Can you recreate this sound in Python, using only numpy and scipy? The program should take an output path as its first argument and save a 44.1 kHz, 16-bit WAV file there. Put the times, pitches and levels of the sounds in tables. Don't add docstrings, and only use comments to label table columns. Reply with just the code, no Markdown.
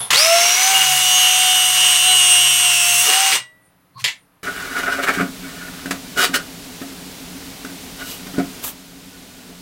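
import sys
import numpy as np
from scipy import signal
from scipy.fft import rfft, irfft, next_fast_len
from scipy.io import wavfile

SR = 44100
rng = np.random.default_rng(int(sys.argv[2]) if len(sys.argv) > 2 else 0)


def generate_wav(sig):
    pcm = np.round(np.clip(np.atleast_2d(sig).T, -1, 1) * 32767).astype(np.int16)
    wavfile.write(sys.argv[1], SR, pcm)


N = 423801
TIME = np.arange(N) / SR
START_S, BRAKE_AT_S, BRAKE_S, STOP_S = .105, 3.32, .12, 3.36
ENTER_AT_S, ENTER_S, EXIT_AT_S = .68, .39, 3.0

# frequency in Hz, relative density in dB.
AIR_SPECTRUM = [(60, -56), (220, -37), (400, -16.5), (650, -8.5), (1100, 2), (1700, 1), (2300, 5),
                (3000, 4.5), (4500, 1.5), (6100, 2.5), (7500, -2.5), (10000, -3.5), (16000, -12.5)]
BOARD_SPECTRUM = [(120, -38), (260, -22.5), (430, 4), (520, -10), (720, -0.5), (900, -10), (1200, 3),
                  (1480, 5), (1900, -1), (2250, -3), (2900, -16.5), (4600, -43), (8000, -51.5)]
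SCRAPE_SPECTRUM = [(1470, -28.5), (2500, -9.5), (3030, -6.5), (3330, -4), (3730, -6), (7950, -9.5),
                   (12900, -15), (15800, -16.5)]
# centre in seconds, half length in seconds, relative ring and hiss in dB.
BOARD_SCUFFS = [(4.477, .009, -21.5, -45.5), (4.783, .022, -21, -32.5), (4.837, 0.0053, -19.5, -34),
                (4.882, .014, -17, -43.5), (4.933, .016, -22.5, -32), (4.999, .016, -23, -41.5),
                (5.038, 0.01, -18.5, -26.5), (5.091, .014, -11, -29), (5.147, .014, -23.5, -30.5),
                (5.205, .017, -18, -38.5), (6.19, .012, -17, -20.5), (6.229, .023, -14.5, -17),
                (6.356, .011, -18.5, -18.5), (8.012, .016, -31.5, -38), (8.1, .045, -50, -36),
                (8.395, .012, -27, -44)]


def amp(db):
    return 10 ** (np.asarray(db) / 20)


def unit(x):
    return x / np.sqrt(np.mean(x ** 2) + 1e-20)


def curves(rows):
    times, *columns = np.transpose(rows)
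    return [np.interp(TIME, times, column) for column in columns]


def along(points, hz):
    freqs, values = np.transpose(points)
    return np.interp(np.log(hz + 1), np.log(freqs + 1), values)


def ramp(s, length):
    return np.clip((TIME - s) / length, 0, 1)


def swell(s, half):
    return np.exp(-.5 * np.minimum(((TIME - s) / half) ** 2, 100))


def noise(size=N):
    return rng.standard_normal(size)


def wobble(rate):
    knots = noise(int(N / SR * rate) + 2)
    return unit(np.interp(TIME * rate, np.arange(len(knots)), knots))


def filtered(x, response):
    size = next_fast_len(len(x) + 8192)
    return irfft(rfft(x, size) * response(np.fft.rfftfreq(size, 1 / SR)), size)[:len(x)]


def coloured(x, spectrum):
    return unit(filtered(x, lambda hz: amp(along(spectrum, hz))))


def narrow(hz, width_hz):
    return unit(filtered(noise(), lambda f: 1 / (1 + ((f - hz) / width_hz) ** 2)))


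def add(track, s, sound):
    part = track[max(round(s * SR), 0):][:len(sound)]
    part += sound[:len(part)]


def ring(modes, scatter_db, size=SR):
    t = np.arange(size) / SR
    return sum(amp(db + scatter_db * rng.standard_normal() - 60 * t / t60) * np.sin(2 * np.pi * hz * t)
               for hz, db, t60 in modes)


def partials(turns, orders, waver_db, jitter_rad):
    return sum(amp(db + waver_db * wobble(12)) * np.sqrt(2)
               * np.sin(2 * np.pi * (k * turns + rng.random()) + jitter_rad * wobble(130))
               for k, db in orders)


def reverberant(x, wet_db):
    # frequency in Hz, t60 in seconds.
    walls = [(200, 0.23), (2000, 0.19), (8000, 0.16), (15000, 0.089)]
    hz, t, spectra = signal.stft(noise(SR // 2), SR, nperseg=256)
    tail = signal.istft(spectra * amp(-60 * t / along(walls, hz)[:, None]), SR, nperseg=256)[1]
    delayed_tail = np.pad(tail, (130, 0)) / np.linalg.norm(tail)
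    return x + amp(wet_db) * signal.fftconvolve(x, delayed_tail)[:N]


def quiet_room():
    # frequency in Hz, relative density in dB.
    floor = [(15, -45.5), (25, -14), (37, -28), (113, -14), (184, -13), (241, -25.5), (276, -10.5),
             (324, -21.5), (1250, -22.5), (7830, -41.5), (12400, -29.5), (13800, -55.5), (15800, -45.5)]
    return amp(-59) * coloured(noise(), floor) + amp(-67) * narrow(179, width_hz=2)


def clacks():
    # start in seconds, metal level in dB, t60 in seconds, knock level in dB.
    strikes = [(.002, -41, 0.42, -32), (.104, -8.5, .06, -19), (0.13, -11.5, 0.07, -14.5),
               (.15, -13.5, .06, -25), (3.325, -12.5, .1, -29), (3.353, -18.5, .11, -26),
               (4.041, -9.5, 0.079, -28.5), (4.047, -12.5, 0.056, -37), (4.056, -17.5, 0.14, -44),
               (4.077, -21, 0.14, -44)]
    # frequency in Hz, relative density in dB.
    metal = [(120, -65), (200, -40), (379, -22), (633, -30.5), (774, -17.5), (1360, -19.5), (2150, 1.5),
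             (2450, -8), (3160, -3.5), (5680, -14.5), (7470, -13.5), (8180, -19), (15800, -31)]
    base = [(50, -25.5), (140, -2.5), (250, -12.5), (600, -4.5), (1050, 0.5), (1600, -8.5), (5000, -13),
            (16000, -27)]
    out, t = np.zeros(N), TIME[:SR // 2]
    for s, db, t60, knock_db in strikes:
        burst = amp(db) * coloured(noise(len(t)), metal) + amp(knock_db) * coloured(noise(len(t)), base)
        add(out, s, burst * amp(-60 * t / t60) * (1 - np.exp(-t / .001)))
    return reverberant(out, wet_db=-6)


def handling():
    # centre in seconds, half length in seconds, pitch in Hz, level in dB.
    squeaks = [(.01, 0.043, 10240, -25.5), (0.013, 0.044, 3470, -36.5), (3.662, 0.028, 9300, -61),
               (3.981, 0.014, 1070, -38), (3.992, 0.021, 4270, -47), (4.196, .04, 9440, -62)]
    # start in seconds, relative level in dB.
    bumps = [(.002, -34), (0.101, -34), (3.40, -43), (3.955, -37), (4.019, -33)]
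    out = sum(amp(db) * swell(s, half) * narrow(hz, .055 * hz) for s, half, hz, db in squeaks)
    guard_slide = amp(-38) * swell(4.015, .017) * coloured(noise() * amp(3 * wobble(300)), AIR_SPECTRUM)
    soft_onset = 1 - np.exp(-TIME[:SR] / .012)
    for s, db in bumps:
        add(out, s, amp(db) * ring([(125, 5, .16), (165, -3, .1)], scatter_db=1) * soft_onset)
    return out + guard_slide


def engagement():
    entered = ramp(ENTER_AT_S, ENTER_S)
    cutting = entered * (1 - ramp(EXIT_AT_S, .1))
    return entered, cutting, cutting * ramp(ENTER_AT_S, 1.5)


def load_db(free_db, cutting_db, buried_db):
    _, cutting, buried = engagement()
    return free_db + cutting_db * cutting + buried_db * buried


def fan(motor_turns, speed):
    # rotation rate in Hz, gain in dB.
    housing = [(300, -45), (500, -33.5), (645, -27), (677, -17), (706, -29.5), (724, -31), (731, -37),
               (742, -26), (751, -29), (765, -24.5), (775, -24.5)]
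    # multiple of the motor speed, relative level in dB.
    orders = [(1, 1.5), (2, -8.5), (3, -8.5)]
    entered, _, _ = engagement()
    level_db = along(housing, speed) - 1.95 * entered
    return amp(level_db) * partials(motor_turns, orders, waver_db=2, jitter_rad=.05)


def gear_whine(motor_turns, speed):
    # multiple of the motor speed, relative level in dB.
    orders = [(4, -13.5), (8, 1.5), (9, -2.5), (16, -12)]
    free_hz, full_sag_hz = 783, 60
    entered, cutting, _ = engagement()
    effort = np.clip((free_hz - speed) / full_sag_hz, 0, 1)
    level_db = -34.5 + 6.5 * effort + 7 * (1 - entered)
    slack = .77 * (1 - cutting)
    chatter = (1 + .6 * slack * wobble(600)) / np.hypot(1, .6 * slack)
    whine = partials(motor_turns, orders, waver_db=2.5, jitter_rad=.2 + .67 * slack)
    return amp(level_db) * chatter * whine


def tooth_bite(blade_turns, drive):
    # multiple of the blade speed, relative level in dB.
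    bite_orders = [(3, -30), (8, -19.5), (17, -22), (19, -12), (20, -3.5), (21, 1.5), (22, -3), (23, -5),
                   (24, -10), (25, -14.5), (26, -10), (29, -15), (33, -19), (41, -12), (42, -10), (47, -8),
                   (55, -13), (59, -13.5), (60, -7), (71, -14), (83, -15.5), (84, -13.5)]
    screech_orders = [(21, -3)]
    _, _, buried = engagement()
    level_db = load_db(-34, 12.5, -2.7) + 1.3 * wobble(7.03)
    bite = partials(blade_turns, bite_orders, waver_db=3, jitter_rad=.11)
    screech = buried * partials(blade_turns, screech_orders, waver_db=3.5, jitter_rad=.14)
    rasp = np.interp(blade_turns % 1, np.arange(256) / 256, noise(256), period=1)
    return amp(level_db) * (drive * (bite + screech) + amp(-13) * coloured(rasp, AIR_SPECTRUM))


def disc_squeal(blade_turns, speed, drive):
    # multiple of the blade speed, relative level in dB.
    orders = [(45, -13), (53, -10.5), (57, -12), (61, -13), (62, -14), (63, 3.5), (64, -14), (65, -22),
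              (67, -9.5), (72, -23), (76, -21)]
    best_speed_hz = 728.4
    detuning = np.minimum(np.abs(speed - best_speed_hz) / 20, 1)
    harmonics = drive * partials(blade_turns, orders, waver_db=2.5, jitter_rad=.1)
    mode = amp(-.5) * narrow(8220, width_hz=45)
    return amp(load_db(-46, 6.5, 17) - 4.5 * detuning) * (harmonics + mode)


def disc_song():
    before = swell(.5, .3) * (amp(-31) * narrow(2860, 45) + amp(-27) * narrow(2200, 60))
    chirps = swell(.8, .058) * amp(-18) * narrow(2860, 15)
    chirps += swell(2.09, .026) * amp(-24) * narrow(4010, 12)
    after = swell(3.17, .18) * (amp(-21.5) * narrow(2830, 40) + amp(-23) * narrow(8250, 70))
    return before + chirps + after


def air_and_dust(puffs, entry):
    # frequency in Hz, relative density in dB.
    dust_spectrum = [(2000, -40), (6000, -4.5), (8400, 1), (9500, -1), (11500, -3.5), (13000, -10.5),
                     (16000, -5)]
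    air_db = load_db(-18.5, -2.5, -3) + .65 * wobble(9)
    edges = .5 * entry + swell(EXIT_AT_S, .13)
    dust_db = load_db(-27, 4.5, -2) + 5.5 * edges + .8 * wobble(9)
    air = coloured(noise() * puffs * amp(1.9 * wobble(900)), AIR_SPECTRUM)
    dust = coloured(noise() * puffs * amp(3 * wobble(1500)), dust_spectrum)
    return amp(air_db) * air + amp(dust_db) * dust


def plank_rumble(blade_turns, puffs, entry):
    # centre in seconds, half length in seconds, level in dB.
    shudders = [(0.418, 0.047, -40), (.7, 0.15, -43), (2.13, 0.04, -42.5), (3.098, .033, -31.5),
                (3.35, .025, -35)]
    # frequency in Hz, relative density in dB.
    plank = [(100, -30.5), (200, -19.5), (290, -3.5), (420, 6.5), (560, -3), (900, -17)]
    shaking = amp(-69) + sum(amp(db) * swell(s, half) for s, half, db in shudders)
    thrum_db = load_db(-55, 1.5, 10) + 15 * entry + 1.5 * wobble(14)
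    thrum = amp(thrum_db) * unit(np.sin(2 * np.pi * blade_turns))
    return shaking * coloured(noise() * puffs, plank) + thrum


def disc_ring(running):
    # frequency in Hz, relative level in dB, t60 in seconds.
    modes = [(623, -31.5, 1.3), (1954, -26.5, 1.2), (2840, 16.5, 0.2), (3005, -9.5, 0.45), (3830, -23, .28),
             (3840, -6, .34), (7100, -19.5, 0.47), (8240, 12.5, 0.25)]
    out = amp(-32) * unit(signal.fftconvolve(noise() * running, ring(modes, scatter_db=0))[:N])
    add(out, STOP_S, ring([(1954, -30, .5), (624, -56, 1)], scatter_db=0))
    return out


def saw():
    # time in seconds, turns a second.
    motor_speed = [(0.105, 660), (0.3, 672), (0.49, 707), (0.6, 746.5), (0.7, 770.5), (0.78, 764),
                   (0.94, 741), (1.24, 737), (1.38, 743.5), (1.8, 736.5), (2.0, 728), (2.1, 743.5),
                   (2.22, 726.5), (2.6, 724.5), (2.78, 708), (2.99, 707), (3.2, 775), (3.32, 770.5)]
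    spin_up_s, gear_ratio = .041, .1865
    spin_up = 1 - np.exp(-np.maximum(TIME - START_S, 0) / spin_up_s)
    braking = ramp(BRAKE_AT_S, BRAKE_S)
    speed = curves(motor_speed)[0] * spin_up * (1 - braking ** 2)
    motor_turns = np.cumsum(speed * (1 + .00058 * wobble(30))) / SR
    blade_turns = gear_ratio * motor_turns
    running = ramp(START_S, .0033) * amp(-60 * np.maximum(TIME - STOP_S, 0) / .1)
    drive = np.minimum(speed / 500, 1) * amp(-60 * braking)
    puffs = 1 + .23 * np.cos(2 * np.pi * blade_turns)
    entry = swell(ENTER_AT_S + .49 * ENTER_S, .13)
    tones = drive * (fan(motor_turns, speed) + gear_whine(motor_turns, speed))
    tones += tooth_bite(blade_turns, drive) + disc_squeal(blade_turns, speed, drive) + disc_song()
    rush = reverberant(running * air_and_dust(puffs, entry), wet_db=-5)
    return running * (tones + plank_rumble(blade_turns, puffs, entry)) + rush + disc_ring(running)


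def hissy_room():
    # time in seconds, hiss level in dB, drone level in dB.
    levels = [(4.43, -35, -43.5), (5.3, -36, -38), (6.5, -36.5, -42), (8.6, -35.5, -42.5),
              (8.76, -41.5, -45.5), (9.6, -42, -49)]
    # frequency in Hz, relative level in dB.
    resonances = [(179, 4), (268, 3.5)]
    hiss_spectrum = [(15, -38), (25, -8), (107, -11.5), (170, -12.5), (216, -15), (261, 0.5), (324, -15),
                     (403, -9), (557, -16.5), (637, -14), (1150, -19), (3880, -17), (15800, -26)]
    hiss_db, drone_db = curves(levels)
    drone = unit(sum(amp(db) * narrow(hz, width_hz=13) for hz, db in resonances))
    return amp(hiss_db + .25 * wobble(4.7)) * coloured(noise(), hiss_spectrum) + amp(drone_db) * drone


def rubbing():
    # time in seconds, relative level in dB.
    strokes = [(4.43, -33), (4.55, -31), (4.72, -32), (4.95, -31.5), (5.22, -34.5), (5.3, -55), (5.5, -37),
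               (5.8, -42.5), (5.95, -61)]
    # frequency in Hz, relative level in dB.
    bending_modes = [(1290, -7.5), (1460, 4.5), (1600, -4.5), (1760, -9), (2250, -7.5), (2880, -23)]
    tongue_modes = [(2900, 4), (3800, -3), (6000, -16)]
    wipe = amp(curves(strokes)[0] + 2 * wobble(35))
    body_power, hiss_power = wipe ** 2, (amp(-9.5) * wipe) ** 2
    for s, half, ring_db, hiss_db in BOARD_SCUFFS:
        body_power += (amp(ring_db) * swell(s, half)) ** 2
        hiss_power += (amp(hiss_db) * swell(s, half)) ** 2
    slips = noise() * amp(2.1 * wobble(700))
    bending = unit(sum(amp(db + 5.1 * wobble(29)) * narrow(hz, width_hz=35) for hz, db in bending_modes))
    tongue = unit(sum(amp(db) * narrow(hz, width_hz=70) for hz, db in tongue_modes))
    body = amp(-4) * coloured(slips, BOARD_SPECTRUM) + amp(-2.8) * bending
    hiss = amp(-.5) * coloured(slips, SCRAPE_SPECTRUM) + amp(-6.5) * tongue
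    return np.sqrt(body_power) * body + np.sqrt(hiss_power) * hiss


def thud(centre_hz):
    # frequency in Hz, relative level in dB, t60 in seconds.
    joist_modes = [(100, -15, 0.13), (188.4, -7, 0.16), (231, -18, 0.24), (271, 0.5, 0.076),
                   (326, -3.5, 0.04), (407, -6, 0.068), (564, -1.5, 0.042), (701, -2, 0.059)]
    t = TIME[:SR // 2]
    modes = [(hz, db - 12 * np.log2(hz / centre_hz) ** 2, t60) for hz, db, t60 in joist_modes]
    return amp(2.5) * ring(modes, scatter_db=1, size=len(t)) * (1 - np.exp(-t / .003))


def click():
    t = TIME[:SR // 2]
    body = amp(2) * coloured(noise(len(t)), BOARD_SPECTRUM)
    surface = amp(-2.5) * coloured(noise(len(t)), SCRAPE_SPECTRUM)
    return (body + surface) * amp(-60 * t / .07) * (1 - np.exp(-t / .0015))


def knocks():
    # start in seconds, relative thud level in dB, thud centre in Hz, relative click in dB.
    landings = [(4.985, -16, 520, -41.5), (5.174, -14, 195, -42.5), (5.208, -9.5, 199, -27),
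                (5.857, -21.5, 240, -28), (5.908, -18, 260, -16.5), (6.167, -19, 400, -35.5),
                (6.295, -21, 230, -47.5), (6.34, -21, 326, -15), (6.815, -20.5, 267, -32),
                (7.646, -24, 262, -31), (8.268, -28, 280, -32), (8.34, -22, 240, -35.5),
                (8.382, -4.5, 288, -31), (9.495, -30, 262, -52.5)]
    out = np.zeros(N)
    for s, _, ring_db, _ in BOARD_SCUFFS:
        add(out, s, amp(ring_db - 3.5) * thud(centre_hz=440))
    for s, thud_db, centre_hz, click_db in landings:
        add(out, s, amp(thud_db) * thud(centre_hz) + amp(click_db) * click())
        add(out, s + .017, amp(thud_db - 11.5) * thud(2.7 * centre_hz))
    return out


def rocking(count, from_s, to_s):
    out = np.zeros(N)
    for when, strength in rng.random((count, 2)):
        knock = thud(centre_hz=250) + amp(-14.5) * click()
        add(out, from_s + when * (to_s - from_s), amp(-35 + 6 * strength) * knock)
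    return out


def swishes():
    # centre in seconds, half length in seconds, level in dB.
    swells = [(8.11, .042, -34), (8.645, 0.006, -25), (8.673, 0.025, -25.5)]
    # frequency in Hz, relative density in dB.
    spectrum = [(300, -6.5), (1000, 0), (2000, -5.5), (3300, -2), (5000, -6.5), (7500, -2), (10000, -3),
                (13000, 2.5), (15800, -2)]
    return sum(amp(db) * swell(s, half) for s, half, db in swells) * coloured(noise(), spectrum)


def scene():
    second_room_s = 4.431
    sawing = quiet_room() + clacks() + handling() + saw()
    board = rubbing() + knocks() + rocking(count=8, from_s=5.3, to_s=8.2)
    laying = hissy_room() + reverberant(board, wet_db=-6.5) + swishes()
    mono = np.where(TIME < second_room_s, sawing, laying)
    return np.array([mono, mono])


def record(dry):
    top_hz = 15830
    return np.array([filtered(channel, lambda hz: hz < top_hz) for channel in np.clip(dry, -1, 1)])


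dry = scene()
out = record(dry)
generate_wav(out)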